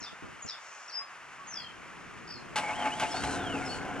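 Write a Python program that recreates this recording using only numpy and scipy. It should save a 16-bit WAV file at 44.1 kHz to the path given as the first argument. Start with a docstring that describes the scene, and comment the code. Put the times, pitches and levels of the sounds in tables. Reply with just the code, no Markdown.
"""Beside a country road, a distant wash of noise goes on while wind nudges the microphone
and a songbird twitters. From about 1 s a far bird hoots twice. At about 2.6 s a nearby vehicle
starts: the starter motor clacks in and whines, slowed each time a piston squeezes its air.
Just after 3 s the engine catches, revs up and settles towards idle while the starter spins down
and the songbird calls twice."""
import sys
import numpy as np
from scipy import signal
from scipy.fft import rfft, irfft
from scipy.io import wavfile

SR = 44100
rng = np.random.default_rng(int(sys.argv[2]) if len(sys.argv) > 2 else 0)


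def pcm_store(signal):
    """Save signal as 16-bit PCM."""
    levels = np.round(np.clip(np.atleast_2d(signal), -1, 1) * 32767)
    wavfile.write(sys.argv[1], SR, levels.astype(np.int16).T)


N = 176400
T = np.arange(N) / SR


def amp(db):
    """Turns decibels into a number to multiply by."""
    return 10 ** (np.asarray(db) / 20)


def unit(x):
    """Scales a signal to an average strength (rms) of 1."""
    return x / np.sqrt(np.mean(abs(x) ** 2) + 1e-20)


def level(rows, column=1):
    """Loudness over time from a table's dB column; silent before the first row."""
    rows = np.array(rows)
    return amp(np.interp(T, rows[:, 0], rows[:, column], left=-200))


def wander(hz):
    """A smooth random wobble, up to about hz times a second."""
    f = np.fft.rfftfreq(N, 1 / SR)
    return unit(irfft(rfft(rng.standard_normal(N)) * np.exp(-(f / hz) ** 2), N))


def tone(hz, waver_hz):
    """A tone whose pitch wavers."""
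    return unit(np.sin(2 * np.pi * np.cumsum(hz + waver_hz * wander(hz=40)) / SR))


def rattle(grain_db=2):
    """Noise like many tiny hits of uneven size."""
    return unit(rng.standard_normal(N) * amp(grain_db * wander(hz=700)))


def blows(rows, rise_s=.003):
    """Loudness of hits that rise fast and die away; each row is t/s, level/dB, decay/s."""
    power = 0
    for start, db, decay in rows:
        age = np.maximum(T - start, 0)
        fade = np.exp(-np.maximum(age - rise_s, 0) / decay)
        power += (amp(db) * np.minimum(age / rise_s, 1) * fade) ** 2
    return np.sqrt(power)


def colour(x, spectrum, modes=(), size=8192):
    """Sets the balance of low and high, plus pitches that ring (modes); its dB are only relative."""
    f = np.abs(np.fft.fftfreq(size, 1 / SR))
    hz, db = np.transpose(spectrum)
    power = amp(np.interp(np.log(f + 1), np.log(hz), db)) ** 2
    for centre, width, peak_db in modes:
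        power += (amp(peak_db) / (1 + ((f - centre) / width) ** 2)) ** 2
    response = np.exp(signal.hilbert(np.log(power) / 2).conj())  # rings after a hit, never before
    taps = np.fft.ifft(response).real[:size // 2]
    return signal.oaconvolve(x, taps / np.linalg.norm(taps))[:N]


def stereo_noise(spectrum, likeness):
    """Left and right noise: likeness 1 is the same, 0 unrelated, -1 opposite."""
    left, other = (colour(rng.standard_normal(N), spectrum) for _ in range(2))
    return np.array([left, likeness * left + np.sqrt(1 - likeness ** 2) * other])


def outdoors(x, left_db, echo_db, delay_s=.008, fade_s=.3, echoes_per_s=2000):
    """Adds scattered echoes from trees and ground, and leans the sound to the left."""
    t = T[:SR // 2]
    taps = rng.standard_normal((2, len(t))) * (rng.random((2, len(t))) < echoes_per_s / SR)
    taps *= (t > delay_s) * np.exp(-np.log(1000) * t / fade_s)
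    taps /= np.linalg.norm(taps, axis=1, keepdims=True)
    echoes = signal.fftconvolve(x[None], taps, axes=1)[:, :N]
    return (x + amp(echo_db) * echoes) * amp([[left_db], [-left_db]])


# low-to-high balance of the distant noise: f/Hz, level/dB
WASH_SPECTRUM = [(30, -67), (300, -20), (700, -6), (1300, 0), (2700, -7), (3900, -21), (6500, -18.5),
                 (11000, -30), (15000, -58)]


def distant_wash(db=-48.5, left_db=.5):
    """A soft, far-off rush whose loudness flickers slightly."""
    rush = stereo_noise(WASH_SPECTRUM, likeness=.87)
    return rush * amp(db + .6 * wander(hz=25)) * amp([[left_db], [-left_db]])


# the wind's deep sound: f/Hz, level/dB
WIND_SPECTRUM = [(20, -15), (150, 0), (450, -5), (900, -24), (3000, -55)]
# how loudly it rumbles: t/s, level/dB
WIND_LEVEL = [(0, -60), (.8, -75), (1.5, -57.5), (2.5, -48.5), (3.3, -43.5)]
# puffs that hit the microphone: t/s, level/dB, decay/s
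WIND_PUFFS = [(.015, -44, .014), (.126, -43.5, .007), (.222, -43, .09), (.447, -34, .011)]


def wind():
    """Air rumbles and bumps on the microphone, differently on each side."""
    rumble = stereo_noise(WIND_SPECTRUM, likeness=0) * level(WIND_LEVEL)
    return rumble + stereo_noise(WIND_SPECTRUM, likeness=-.6) * blows(WIND_PUFFS)


def whistle(start, length, first_hz, middle_hz, last_hz, db, trill_hz=0, trill_rate=0):
    """One sliding bird note; a trill swings its pitch unevenly and is loudest on the way down."""
    progress = (T - start) / length
    on = (progress > 0) & (progress < 1)
    progress = progress[on]
    swing = 0
    if trill_rate:
        swing = 2 * np.pi * np.cumsum(trill_rate * (1 + .15 * wander(hz=92)[on])) / SR
    arch = (2 * middle_hz - first_hz - last_hz) * 2 * progress * (1 - progress)
    hz = first_hz + (last_hz - first_hz) * progress + arch - trill_hz * np.cos(swing)
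    loudness = amp(db - 8 * np.sin(swing)) * np.sin(np.pi * progress) ** .54
    out = np.zeros(N)
    out[on] = loudness * np.sqrt(2) * np.sin(2 * np.pi * np.cumsum(hz) / SR)
    return out


# single notes: t/s, length/s, first f/Hz, middle f/Hz, last f/Hz, level/dB; trills add depth/Hz, rate/Hz
SONG_NOTES = [(.878, .028, 5300, 5700, 5800, -51), (.895, .022, 5000, 4500, 3900, -49),
              (.916, .026, 4800, 5100, 5200, -45, 500, 190), (.936, .062, 5080, 5055, 5045, -35.5),
              (1.47, .075, 6750, 6200, 5400, -45), (1.53, .065, 5650, 5100, 4600, -45, 60, 62),
              (1.594, .06, 4440, 4280, 4150, -52), (1.55, .175, 3480, 3220, 3080, -52, 50, 48),
              (2.267, .1, 4900, 5000, 4850, -50, 480, 62), (2.343, .062, 4400, 4270, 4150, -54),
              (3.717, .031, 3100, 2960, 2870, -45)]
# two repeated phrases: same columns, with t/s counted from the start of the phrase
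TWITTER_NOTES = [(0, .048, 6450, 6900, 7050, -49, 380, 32), (.051, .014, 7500, 6200, 4600, -46),
                 (.063, .052, 5650, 5250, 4400, -47, 380, 100), (.068, .033, 4350, 4050, 3350, -52),
                 (.106, .042, 3150, 3620, 3050, -49)]
CALL_NOTES = [(0, .036, 5480, 5290, 5140, -45), (.032, .075, 4250, 4450, 4300, -42.5)]
# faint, high wheezes: t/s, length/s, f/Hz, level/dB
SONG_WHEEZES = [(.56, .36, 6170, -57), (1.53, .1, 12800, -74)]


def songbird(twitters_s=(-.05, .407), calls_s=(3.105, 3.65)):
    """A bird a little to the left whistles two twitters, single notes, then two calls."""
    phrases = [(s, TWITTER_NOTES) for s in twitters_s] + [(s, CALL_NOTES) for s in calls_s]
    phrases.append((0, SONG_NOTES))
    song = sum(whistle(s + after, *row) for s, rows in phrases for after, *row in rows)
    song *= amp(2.5 * wander(hz=90))  # quick flutter
    wheezes = sum(whistle(s, length, hz, hz, hz, db) for s, length, hz, db in SONG_WHEEZES)
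    wheezes *= wander(hz=1700)  # smears each tone into a hiss
    return outdoors(song + wheezes, left_db=1, echo_db=-5)


# two hoots: t/s, level/dB
FAR_HOOTS = [(.99, -47), (1.39, -47)]


def far_bird(length_s=.052, hz=1080, arch_hz=50):
    """A far bird gives short, lower hoots that rise and fall a little."""
    hoots = sum(whistle(s, length_s, hz, hz + arch_hz, hz, db) for s, db in FAR_HOOTS)
    return outdoors(hoots * amp(2 * wander(hz=150)), left_db=.5, echo_db=-5)


# metal hitting metal: t/s, level/dB, decay/s
KNOCK_HITS = [(2.557, -25.5, 0.019), (2.578, -28.5, .016), (2.996, -32, .05), (3.166, -37.5, .012),
              (3.235, -30.5, .011)]
# their hard, bright sound: f/Hz, level/dB
KNOCK_SPECTRUM = [(30, -30), (450, -12), (800, -1), (3000, -2), (3900, -9), (10300, -16), (13000, -52)]


def metal_knocks():
    """The starter's small gear clacks into place, then the first firings knock."""
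    return colour(rattle() * blows(KNOCK_HITS), KNOCK_SPECTRUM)


# strain on the gears as pistons squeeze air: peak t/s, build-up/s, level/dB
SQUEEZES = [(2.585, .03, -32), (2.638, .006, -32), (2.71, .035, -33.5), (2.815, .035, -33),
            (2.866, .022, -26), (3.031, .02, -26.5)]
# overall sound of the starter's case: f/Hz, level/dB
CASE_SPECTRUM = [(30, -45), (150, -27), (450, -18), (680, -7.5), (2900, -19), (3900, -34), (8200, -35),
                 (15000, -75)]
# pitches at which the case rings: f/Hz, width/Hz, level/dB
CASE_MODES = [(264, 37, -9), (711, 34, -1.5), (1570, 40, -11), (2190, 90, -11.5)]
RELEASE_S, GEARS_APART_S = .024, 3.3
CATCH = (3.236, -33, .06)  # the jolt as the engine catches: t/s, level/dB, decay/s


def starter_gears(grind_db=-3, unloaded_db=-42, ring_hz=858, ring_db=-4):
    """Each squeeze grinds the gears and makes the case ring; the engine's catch rings it too."""
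    strain = 0
    for peak, rise, db in SQUEEZES:
        width = np.where(T < peak, rise, RELEASE_S)
        strain += amp(db) * np.exp(-((T - peak) / width) ** 2)
    engaged = (T > KNOCK_HITS[0][0]) * np.clip((GEARS_APART_S - T) / .15, 0, 1)
    rubbing = engaged * np.hypot(amp(grind_db) * strain, amp(unloaded_db))
    grind = colour(rattle() * rubbing, CASE_SPECTRUM, CASE_MODES)
    shaking = engaged * np.hypot(strain, amp(unloaded_db)) + blows([CATCH])
    ring = tone(ring_hz, waver_hz=12) * amp(2 * wander(hz=90)) * shaking
    return grind + amp(ring_db) * ring


# how loud the hiss is: t/s, level/dB
SPIN_LEVEL = [(2.56, -52.5), (2.95, -51), (3.06, -49), (3.355, -43.5), (3.41, -58), (3.77, -48.5),
              (3.82, -73)]
# its thin, high sound: f/Hz, level/dB
SPIN_SPECTRUM = [(1000, -30), (3000, -4), (8300, 0), (10500, -10), (12000, -47)]


def starter_hiss():
    """The spinning starter and belt hiss."""
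    return colour(rattle() * level(SPIN_LEVEL), SPIN_SPECTRUM)


# pitch and loudness of the gear teeth: t/s, f/Hz, level/dB
GEAR_WHINE = [(2.62, 2250, -44), (2.715, 2230, -39), (2.77, 3300, -48), (2.835, 3050, -42),
              (2.89, 2250, -46), (2.93, 3000, -42), (2.98, 3520, -54), (3.05, 2430, -40), (3.11, 3300, -49),
              (3.3, 4250, -53), (3.42, 3550, -52), (3.49, 3080, -42), (3.65, 2070, -47)]


def starter_whine(fuzz_hz=140, pure_part=.5):
    """Gear teeth whine at a pitch that follows their speed; each squeeze drags it down."""
    times, hz, _ = np.transpose(GEAR_WHINE)
    spin = np.exp(2j * np.pi * np.cumsum(np.interp(T, times, hz)) / SR)
    fuzz = unit(wander(fuzz_hz) + 1j * wander(fuzz_hz))  # roughens the pure tone
    fade = np.exp(-np.maximum(T - times[-1], 0) / RELEASE_S)
    return unit((spin * (pure_part + fuzz)).real) * level(GEAR_WHINE, column=2) * fade


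# how often the engine fires: t/s, rate/Hz
FIRING_RATE = [(3.14, 11), (3.3, 17), (3.52, 30), (4, 27)]
# how loud it is: t/s, clatter level/dB, exhaust level/dB
ENGINE_LEVELS = [(3.14, -40, -51), (3.31, -36.5, -43.5), (3.47, -39, -47), (3.55, -39, -40),
                 (3.7, -41, -51), (4, -40.5, -51)]
# overall sound of the block, the engine's metal body: f/Hz, level/dB
BLOCK_SPECTRUM = [(30, -40), (450, -9), (1800, -18), (3000, -17.5), (3900, -34), (6400, -30),
                  (11000, -38.5), (15000, -82)]
# pitches at which the block rings: f/Hz, width/Hz, level/dB
BLOCK_RINGS = [(732, 46, 2), (850, 40, -4), (1010, 30, -6), (1480, 170, -4), (2170, 55, -13)]
# the exhaust pipe's low sound: f/Hz, level/dB
EXHAUST_SPECTRUM = [(25, -20), (180, -4), (420, -8), (1000, -35), (4000, -70)]
FIRST_FIRING = (3.141, -34.5, .014)  # t/s, level/dB, decay/s


def engine(firing_decay_s=.031, drone_db=-1, thump_db=-8):
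    """Each firing rattles the block and puffs through the droning exhaust; the catch thumps."""
    rate = np.interp(T, *np.transpose(FIRING_RATE))
    firings = np.cumsum(rate * (T > FIRING_RATE[0][0])) / SR
    since_firing = (firings % 1) / rate
    pulse = np.exp(-since_firing / firing_decay_s) * amp(2 * wander(hz=20))
    shaking = (1 + .35 * pulse) * level(ENGINE_LEVELS, column=1)
    clatter = colour(rattle() * shaking, BLOCK_SPECTRUM, BLOCK_RINGS)
    kick = tone(BLOCK_RINGS[0][0], waver_hz=12) * blows([FIRST_FIRING])
    gas_flow = (1 + .49 * pulse) * level(ENGINE_LEVELS, column=2)
    puffs = colour(rng.standard_normal(N) * gas_flow, EXHAUST_SPECTRUM)
    drone = amp(drone_db) * gas_flow * tone(hz=272, waver_hz=11)
    thump = amp(thump_db) * tone(hz=76, waver_hz=11) * blows([CATCH])
    return clatter + kick + puffs + drone + thump


def scene(right_delay_s=.00004):
    """Wash, birds and vehicle reach the left side slightly first; wind hits the microphone itself."""
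    wash = distant_wash()
    vehicle = starter_whine() + starter_gears() + starter_hiss() + metal_knocks() + engine()
    left, right = wash + outdoors(vehicle, left_db=.6, echo_db=-15) + songbird() + far_bird()
    delay = np.exp(-2j * np.pi * np.fft.rfftfreq(N, 1 / SR) * right_delay_s)
    return np.array([left, irfft(rfft(right) * delay, N)]) + wind()


def record(dry):
    """Cuts away the very highest treble, above 15000 Hz."""
    low_pass = signal.firwin(511, 15000, window=("kaiser", 9), fs=SR)
    return signal.oaconvolve(dry, low_pass[None], "same")


dry = scene()
out = record(dry)
pcm_store(out)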